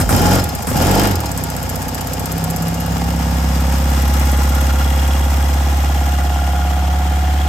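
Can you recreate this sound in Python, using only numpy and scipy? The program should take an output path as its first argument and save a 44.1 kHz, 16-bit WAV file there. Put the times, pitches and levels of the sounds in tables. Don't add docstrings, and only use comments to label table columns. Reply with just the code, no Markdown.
import sys
import numpy as np
from scipy import signal
from scipy.fft import rfft, irfft, next_fast_len
from scipy.io import wavfile
from scipy.ndimage import uniform_filter1d

SR = 44100
rng = np.random.default_rng(int(sys.argv[2]) if len(sys.argv) > 2 else 0)


def store_wav(level_fs):
    pcm = np.round(np.clip(np.atleast_2d(level_fs), -1, 1) * 32767)
    wavfile.write(sys.argv[1], SR, pcm.T.astype(np.int16))


N = 329868


def from_db(db):
    return 10 ** (np.asarray(db) / 20)


def rms_one(x):
    return x / np.sqrt(np.mean(x ** 2) + 1e-20)


def evened(x):
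    return x / np.sqrt(uniform_filter1d(np.mean(x, axis=0) ** 2, SR // 4) + 1e-12)


def in_time(points):
    return np.interp(np.arange(N) / SR, *np.transpose(points))


def at_bins(points):
    hz, value = np.transpose(points)
    return np.interp(np.log(np.fft.rfftfreq(next_fast_len(N), 1 / SR) + 1), np.log(hz), value)


def shaped(x, gain):
    return irfft(rfft(x, next_fast_len(N)) * gain, next_fast_len(N))[..., :N]


def ramp(start_s, length_s):
    return np.clip((np.arange(N) / SR - start_s) / length_s, 0, 1)


def swell(s, half_s):
    return np.exp(-((np.arange(N) / SR - s) / half_s) ** 2)


def drift(hz):
    pole = np.exp(-80 * np.pi * hz / SR)
    slow = signal.lfilter([1], [1, -2 * pole, pole * pole], rng.standard_normal(N // 40 + 2002))[2000:]
    return np.interp(np.arange(N) / 40, np.arange(len(slow)), rms_one(slow))


def impulse(s):
    return 1. * (np.arange(N) == round(s * SR))


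def impulses(rows):
    return sum(from_db(db) * impulse(s) for s, db in rows)


def each_cycle(turn, phase, spread_db, jitter_s):
    timing, strength = rng.standard_normal((int(turn[-1]) + 1, 2)).T
    at = (np.searchsorted(turn, np.arange(len(timing)) + phase) + timing * jitter_s * SR).astype(int)
    inside = (at > 0) & (at < N - SR // 200)
    clicks = np.zeros(N)
    clicks[at[inside]] = from_db(spread_db * strength[inside])
    return clicks


def fade(clicks, decay_s):
    return signal.lfilter([1], [1, -np.exp(-1 / (decay_s * SR))], clicks + 1e-18)


def resonate(x, hz, width):
    r = np.exp(-np.pi * width / SR)
    feedback = [1, -2 * r * np.cos(2 * np.pi * hz / SR), r * r]
    return signal.lfilter(np.array([1, 0, -1]) * (1 - r * r) / 2, feedback, x + 1e-18)


def struck(clicks, modes):
    return sum(from_db(db) * resonate(clicks, hz, width) * SR / (2 * np.pi * width)
               for hz, width, db in modes)


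# (frequency [Hz], coherence [0-1])
COHERENCE = [(80, 0.065), (300, 0.067), (600, 1), (1000, 0.067), (2500, 0.29), (5000, 0.04), (7000, 0.54),
             (9500, 1), (15000, 0.88)]

def noise(spectrum, envelope):
    gain = rms_one(from_db(at_bins(spectrum)))
    alike = np.clip(at_bins(COHERENCE), -1, 1)
    split = np.sqrt([(1 + alike) / 2, (1 - alike) / 2])
    mid, side = shaped(rng.standard_normal((2, N)) * envelope, gain * split)
    return np.array([mid + side, mid - side])


def by_place(place, dbs):
    return np.interp(place, np.arange(3), from_db(dbs))


# (time [s], speed [cycles/s])
IDLE_SPEED = [(.65, 10.57), (1.25, 15.246), (2.6, 16.75), (4.3, 16.979), (5.5, 17.353), (6.3, 17.187),
              (7.48, 17.76)]
# (opens [s], opening time [s], closes [s], added speed [cycles/s],
# load rise [s], peak load [1], load fall [s])
THROTTLE_BLIPS = [(.085, .05, .354, 15.07, .03, 1.12, .1), (.66, .086, 1.0355, 14.04, .14, 1.0, .14)]
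START_SPEED, CLOSING_S, FLYWHEEL_S = 13.79, .1095, .1212
CATCH_LOAD, CATCH_S = .62, .073

def engine():
    target = in_time(IDLE_SPEED)
    load = CATCH_LOAD * swell(0, CATCH_S)
    for opens, takes, closes, adds, builds, top, falls in THROTTLE_BLIPS:
        target += adds * (ramp(opens, takes) - ramp(closes, CLOSING_S))
        load += top * (ramp(opens, builds) - ramp(closes, falls))
    pole = np.exp(-1 / (FLYWHEEL_S * SR))
    return load, START_SPEED + signal.lfilter([1 - pole], [1, -pole], target - START_SPEED)


# (time [s], level [dB], decay [s])
INTAKE_GASPS = [(.001, -16, 0.015), (0.091, -16, 0.038), (.671, -20, 0.042)]
# (frequency [Hz], relative density [dB])
GASP_SPECTRUM = [(300, 0), (1500, 15), (3500, -7), (7000, 1.5), (8700, 15), (10000, 5), (12000, 7),
                 (16000, -11)]

def carburettors():
    envelope = sum(from_db(db) * fade(impulse(s), decay) for s, db, decay in INTAKE_GASPS)
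    return noise(GASP_SPECTRUM, envelope)


SILENCER_HZ, SILENCER_Q, BOOM_DB = 87.3, 2.18, (-20, -6, -9)

def silencer_gain(speed, load, place):
    tuning = 4 * speed / SILENCER_HZ
    response = 1 / (1 + (SILENCER_Q * (tuning - 1 / tuning)) ** 2)
    return by_place(place, BOOM_DB) * response * from_db(3 * load)


# (order [1], level under load [dB], 3 place levels at idle [dB])
EXHAUST_ORDERS = [(2, -22, -45, -39, -44), (5, -42, -38, -32, -32), (6, -25, -28, -37, -39.5),
                  (8, -21.5, -36.5, -29, -32.5), (9, -40, -38, -34, -41), (11, -26.5, -38, -58, -76),
                  (12, -26.5, -40.5, -34, -44.5), (13, -29.5, -50, -38, -64), (14, -27.5, -51, -30.5, -43),
                  (15, -56, -40, -38, -38.5), (16, -36, -36, -36, -44), (17, -32.5, -40.5, -41.5, -45.5),
                  (18, -37, -42, -40, -44), (19, -41, -59, -45, -42.5), (20, -33, -75, -55, -73),
                  (21, -49, -59.5, -40, -50), (22, -52, -54.5, -74, -47.5)]
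# (time [s], half length [s], order [1], level [dB])
ORDER_SWELLS = [(0.07, 0.033, 4, -18), (1.428, 0.086, 10, -30), (3.1, 0.76, 14, -32.5),
                (3.2, 0.79, 10, -32.5), (3.468, 0.37, 4, -32), (6.887, 0.66, 10, -35)]
# (frequency [Hz], relative density [dB])
GAS_SPECTRUM = [(15, -40), (30, -22), (50, -10), (80, 3), (170, 9), (280, 0.5), (380, 2), (600, -1),
                (1000, -13), (2000, -60)]
# (slope [dB/load], slope [dB/octave of speed], 3 place levels [dB], a step back [dB])
GAS_LAW = (10.5, -2, -35.5, -33.5, -37, -38.5)
# (time [s], level [dB])
PIPE_BARKS = [(.012, -13.5), (.094, -15.5), (.128, -10.5), (.676, -17), (.716, -15), (.765, -30),
              (.805, -16)]
# (frequency [Hz], bandwidth [Hz], level [dB])
PIPE_RESONANCES = [(91, 7.6, -1.5), (164, 10, -8.5), (248.4, 12, -2.5), (490, 50, -20)]
SETTLES_S, PULSE_PHASE, CHUG_DEPTH = 2.7, .745, .75
LET_GO_S, GRIP_DB, HANDLEBAR_DB = 2.08, -11, (-24.5, -35.5, -38.5)

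def exhaust(turn, speed, load, place, gas_db):
    opened = np.clip(load, 0, 1)
    ragged = 1 - ramp(SETTLES_S, 1)
    unsteady = .1 + .2 * ragged

    def partial(order, depth):
        angle = 2 * np.pi * order * (turn - PULSE_PHASE) + 105 / order + .73 * (order % 2)
        wave = (1 + depth * drift(28)) * np.cos(angle) + depth * drift(3.7) * np.sin(angle)
        return np.sqrt(2 / (1 + 2 * depth ** 2)) * wave

    drone = 0
    for order, open_db, *idle_dbs in EXHAUST_ORDERS:
        gain = opened * from_db(open_db) + (1 - opened) * by_place(place, idle_dbs)
        drone += gain * partial(order, unsteady)
    boom = silencer_gain(speed, load, place) * partial(4, depth=.03 + .2 * ragged)
    held = 1 - ramp(LET_GO_S, .33)
    handlebar = by_place(place, HANDLEBAR_DB) * from_db(GRIP_DB * held) * partial(10, unsteady)
    puffs = rms_one(1 + CHUG_DEPTH * np.cos(4 * np.pi * (turn - PULSE_PHASE)))
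    gas = from_db(gas_db + 5 * ragged) * noise(GAS_SPECTRUM, puffs)
    swells = sum(from_db(db) * swell(s, half) * partial(order, depth=.1)
                 for s, half, order, db in ORDER_SWELLS)
    barks = struck(impulses(PIPE_BARKS), PIPE_RESONANCES)
    return drone + boom + handlebar + gas + swells + barks


# (phase [cycles], 3 relative place levels [dB])
CASE_KNOCKS = [(0.048, -15, -1.5, 3), (.135, -19.5, -13, 0), (0.26, -11, -2, -1), (.55, -13.5, -11, -5.5),
               (0.737, -13, -1, -10), (0.847, -22, -3, 5.5), (.92, -24, -10, 3)]
# (frequency [Hz], bandwidth [Hz], 3 relative place levels [dB])
CASE_RESONANCES = [(474, 56, -3.5, -13, -16), (523, 43, -1, 4.5, -1), (671, 33, -1, -0.5, 1.5),
                   (726, 36, 0, 1, 6), (831, 36, 2, 4, 4), (927, 8, -1, -1, -8)]
KNOCK_LAW = (8, 3.5, -31.5, -31, -32, -32)

def cases(turn, load, place, knock_db):
    knocks = sum(each_cycle(turn, phase, spread_db=1.5, jitter_s=4e-5) * by_place(place, dbs)
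                 for phase, *dbs in CASE_KNOCKS)
    contacts = .025 * fade(knocks, decay_s=.003) + .006 + .0062 * load
    mid = knocks + contacts * rng.standard_normal(N)
    side = .56 * (np.roll(knocks, SR // 1500) + contacts * rng.standard_normal(N))
    drive = np.array([mid + side, mid - side])
    ringing = sum((-1) ** k * by_place(place, dbs) * resonate(drive, hz, width)
                  for k, (hz, width, *dbs) in enumerate(CASE_RESONANCES))
    return from_db(knock_db) * evened(ringing)


# (crossing time [s], frequency [Hz], boost [dB])
FIN_BEAMS = [(2.8, 2820, 8), (4.65, 1400, 10), (4.95, 3330, 7), (5.0, 2820, 6), (6.3, 2820, 4),
             (6.4, 1400, 8)]

def beam_gain(hz):
    return from_db(sum(db * swell(s, half_s=.4)
                       for s, beam_hz, db in FIN_BEAMS if abs(beam_hz / hz - 1) < .05))


# (phase [cycles], height over the steady rattle [1], decay [s])
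VALVE_BEATS = [(0.019, 0.053, 0.0098), (0.085, 0.18, 0.0037), (0.532, 0.13, 0.0026), (0.601, 0.11, 0.0044),
               (0.778, 0.25, 0.004)]
# (frequency [Hz], relative density [dB])
RATTLE_SPECTRUM = [(300, -26), (600, -7), (1000, 1), (1200, -.5), (1600, -2.5), (2000, -7), (2500, -9),
                   (3200, -11), (4200, -14), (6000, -25), (12000, -50)]
HISS_SPECTRUM = [(2000, -18), (4200, -20.5), (5100, 6), (6200, 3.5), (7500, 2.5), (8800, 6.5), (10000, -5),
                 (11700, 3.5), (13000, -2.5), (15000, -3), (16500, -26)]
RATTLE_LAW = (6, 5, -33.5, -29, -33, -32.5)
HISS_LAW = (8.5, -0.5, -37.5, -32, -36.5, -38)
# (frequency [Hz], bandwidth [Hz], 3 relative place levels [dB])
FIN_RESONANCES = [(1410, 11.7, 5, -1, 4), (1972, 46, -27, 3.5, 1), (2842, 13, 5, 2.5, 0),
                  (3110, 25, 2.5, -19, 10), (4800, 200, 7.5, -3, -4), (5220, 28, 6, -5, -17),
                  (7100, 140, 6, -16, 1)]
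IDLE_EFFORT = .42

def valve_gear(turn, load, place, rattle_db, hiss_db):
    effort = np.clip(IDLE_EFFORT + (1 - IDLE_EFFORT) * load, 0, 1)
    beats = sum(height * fade(each_cycle(turn, phase, spread_db=3.5, jitter_s=.00062), decay)
                for phase, height, decay in VALVE_BEATS)
    envelope = (1 + .43 * effort + beats * (1 + effort)) * from_db(1.3 * drift(83))
    hiss = from_db(hiss_db + 2) * evened(noise(HISS_SPECTRUM, envelope))
    rattle = from_db(rattle_db + 1.5) * evened(noise(RATTLE_SPECTRUM, envelope))
    clatter = hiss + rattle
    hits = clatter * (.65 + 2 * beats)
    fins = sum(by_place(place, dbs) * beam_gain(hz) * resonate(hits, hz, width)
               for hz, width, *dbs in FIN_RESONANCES)
    bumps = rng.standard_normal(next_fast_len(N) // 2 + 1)
    ripple_db = 1.5 * rms_one(uniform_filter1d(uniform_filter1d(bumps, 400), 400))
    return from_db(-1.5) * (shaped(clatter, from_db(ripple_db)) + fins)


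TAPPET_LAWS = [(0.0, 0.24, 0.33, -18, -61, -54, -58), (0.506, 15, 2.4, -40, -21, -34.5, -36)]
# (time [s], level [dB])
TAPPET_CLACKS = [(.3933, -20), (.4382, -28), (.5509, -25), (.7684, -20), (.9111, -21), (.9525, -22),
                 (1.0328, -23), (1.0718, -24), (1.1556, -22), (1.3147, -22), (1.3751, -24), (1.4364, -22)]
# (frequency [Hz], relative density [dB])
TICK_SPECTRUM = [(1000, -33), (3000, -24), (4500, 4), (5500, 3), (7300, 9), (9000, 11.5), (10200, 8.5),
                 (11600, 15.5), (12800, 9), (14000, 2), (16000, -1.5)]
# (frequency [Hz], bandwidth [Hz], level over the tick [dB])
COVER_RESONANCES = [(4200, 25, 8), (5040, 30, 9), (5310, 30, 9), (6300, 25, 11), (7160, 40, 6),
                    (7740, 35, 10), (8520, 45, 4), (11480, 60, 7)]
TICK_DECAY_S = .0027

def tappets(turn, level):
    envelope = fade(impulses(TAPPET_CLACKS), TICK_DECAY_S / 2)
    for phase, *law in TAPPET_LAWS:
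        strikes = each_cycle(turn, phase, spread_db=1.3, jitter_s=.0002)
        bounces = each_cycle(turn, phase + .081, spread_db=4, jitter_s=.00067)
        envelope += from_db(level(law)) * fade(.93 * strikes + .39 * bounces, TICK_DECAY_S)
    ticks = noise(TICK_SPECTRUM, envelope)
    return ticks + sum(from_db(db) * resonate(ticks, hz, width) for hz, width, db in COVER_RESONANCES)


# (frequency [Hz], bandwidth [Hz], level at unit load [dB])
GEAR_RESONANCES = [(838, 45, -25), (1375, 50, -31), (3120, 80, -34), (5040, 60, -36), (5300, 45, -35),
                   (5770, 40, -41)]

def gear_clash(turn, load, per_cycle=5):
    clashes = sum(each_cycle(turn, k / per_cycle, spread_db=4, jitter_s=.001) for k in range(per_cycle))
    return struck(load * clashes, GEAR_RESONANCES)


# (time [s], level [dB])
FITTING_CHINKS = [(.013, -29), (.18, -29), (.396, -29), (.417, -32), (.493, -29), (.999, -29), (1.157, -30),
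                  (1.26, -29)]
# (frequency [Hz], bandwidth [Hz], relative level [dB])
FITTING_RESONANCES = [(4180, 64, 1), (5060, 60, 3), (5200, 31, 0.5), (7000, 50, 1)]

def loose_fitting(rattle_s=.006):
    contacts = fade(impulses(FITTING_CHINKS), rattle_s) * rng.standard_normal(N)
    return struck(contacts / np.sqrt(rattle_s * SR / 2), FITTING_RESONANCES)


# (frequency [Hz], bandwidth [Hz], 2 strike phases [cycles], 3 place levels [dB])
FIN_PINGS = [(1410, 40, .93, .18, -44, -36.5, -35.5), (2820, 32, .04, .54, -50, -39.5, -40),
             (3328, 45, .05, .55, -50, -35.5, -33.5)]

def fin_pings(turn, place):
    pings = 0
    for hz, width, first, second, *dbs in FIN_PINGS:
        strikes = sum(each_cycle(turn, phase, spread_db=3, jitter_s=.0005) for phase in (first, second))
        pings += by_place(place, dbs) * beam_gain(hz) * struck(strikes, [(hz, width, 0)])
    return pings


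SLAP_LAW = (-3, -3, -22, -26.5, -16, -19.5)
SLAP_HZ, SLAP_WIDTH_HZ, SLAP_PHASES = 775, 160, (.615, .66, .675)

def piston_slap(slap_turn, slap_db):
    clicks = each_cycle(slap_turn, 0, spread_db=.7, jitter_s=3e-5)
    bore = resonate(clicks, SLAP_HZ, SLAP_WIDTH_HZ)
    knock = resonate(bore, SLAP_HZ, 2 * SLAP_WIDTH_HZ) * SR / (np.pi * SLAP_WIDTH_HZ)
    return from_db(slap_db + 4.5 * swell(3.05, half_s=.28)) * knock


# (time [s], relative level [dB])
ROUGH_FIRINGS = [(1.237, -3), (1.413, -17)]

def jolts():
    return from_db(-24) * struck(impulses(ROUGH_FIRINGS), [mode[:3] for mode in CASE_RESONANCES])


# (order [1], beam crossing time [s], half length [s], level [dB])
MESH_TONES = [(28, 4.6, .6, -42), (31, 4.75, .9, -33), (36, 6.3, 1, -43), (38, 6.7, 1.2, -41),
              (42, 6.9, 1.4, -31), (44, 2.3, .45, -39), (47, 6.3, 1.3, -36), (49, 4.35, .45, -33.5),
              (53, 6.95, .3, -41), (54, 5.2, .3, -37)]

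def timing_whine(slap_turn, speed):
    tones = 0
    for order, s, half, db in MESH_TONES:
        cover_lag = 2 * np.arctan(np.sqrt(2) * (order * speed - SLAP_HZ) / SLAP_WIDTH_HZ)
        envelope = from_db(db) * swell(s, half) * (1 + .2 * drift(1))
        tones += envelope * np.cos(2 * np.pi * order * slap_turn - cover_lag)
    return tones


# (time [s], place [0 handlebar, 1 over the tank, 2 beside the engine, 3 a step back])
MICROPHONE_PATH = [(2.7, 0.02), (4.0, 0.87), (4.8, 1.34), (6.2, 1.79), (7.48, 4.3)]
REFERENCE_SPEED = 16

def scene():
    load, speed = engine()
    place = in_time(MICROPHONE_PATH)
    turn = np.cumsum(speed) / SR - .181
    slap_turn = turn - np.interp(place, np.arange(3), SLAP_PHASES)

    def level(law):
        load_db, octave_db, *place_dbs = law
        place_db = np.interp(place, np.arange(4), place_dbs)
        return load_db * load + octave_db * np.log2(speed / REFERENCE_SPEED) + place_db

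    drone = exhaust(turn, speed, load, place, level(GAS_LAW))
    knocking = cases(turn, load, place, level(KNOCK_LAW)) + piston_slap(slap_turn, level(SLAP_LAW))
    gears = timing_whine(slap_turn, speed) + gear_clash(turn, load)
    clatter = valve_gear(turn, load, place, level(RATTLE_LAW), level(HISS_LAW))
    ticking = tappets(turn, level) + fin_pings(turn, place) + loose_fitting()
    return carburettors() + drone + knocking + clatter + ticking + gears + jolts()


# (frequency [Hz], lead of left [rad])
PORT_LEAD = [(6000, 0), (8000, 1.45), (9300, 2.6), (10200, 3.1), (11500, 1.8), (13000, 0)]
# (frequency [Hz], left minus right [dB])
PORT_BALANCE = [(60, -.6), (400, -.6), (1200, 1), (2800, 1), (5500, 3.8), (9000, 0)]
LOW_CUT_HZ, HIGH_CUT_HZ = 36, 15900

def record(dry):
    lean = np.exp(.5j * at_bins(PORT_LEAD)) * from_db(at_bins(PORT_BALANCE) / 2)
    heard = shaped(dry, np.array([lean, 1 / lean]))
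    heard = signal.sosfilt(signal.butter(4, LOW_CUT_HZ, "high", fs=SR, output="sos"), heard)
    rounded = heard / (1 + heard ** 6) ** (1 / 6)
    return signal.sosfilt(signal.ellip(10, .1, 90, HIGH_CUT_HZ, fs=SR, output="sos"), rounded)


dry = scene()
out = record(dry)
store_wav(out)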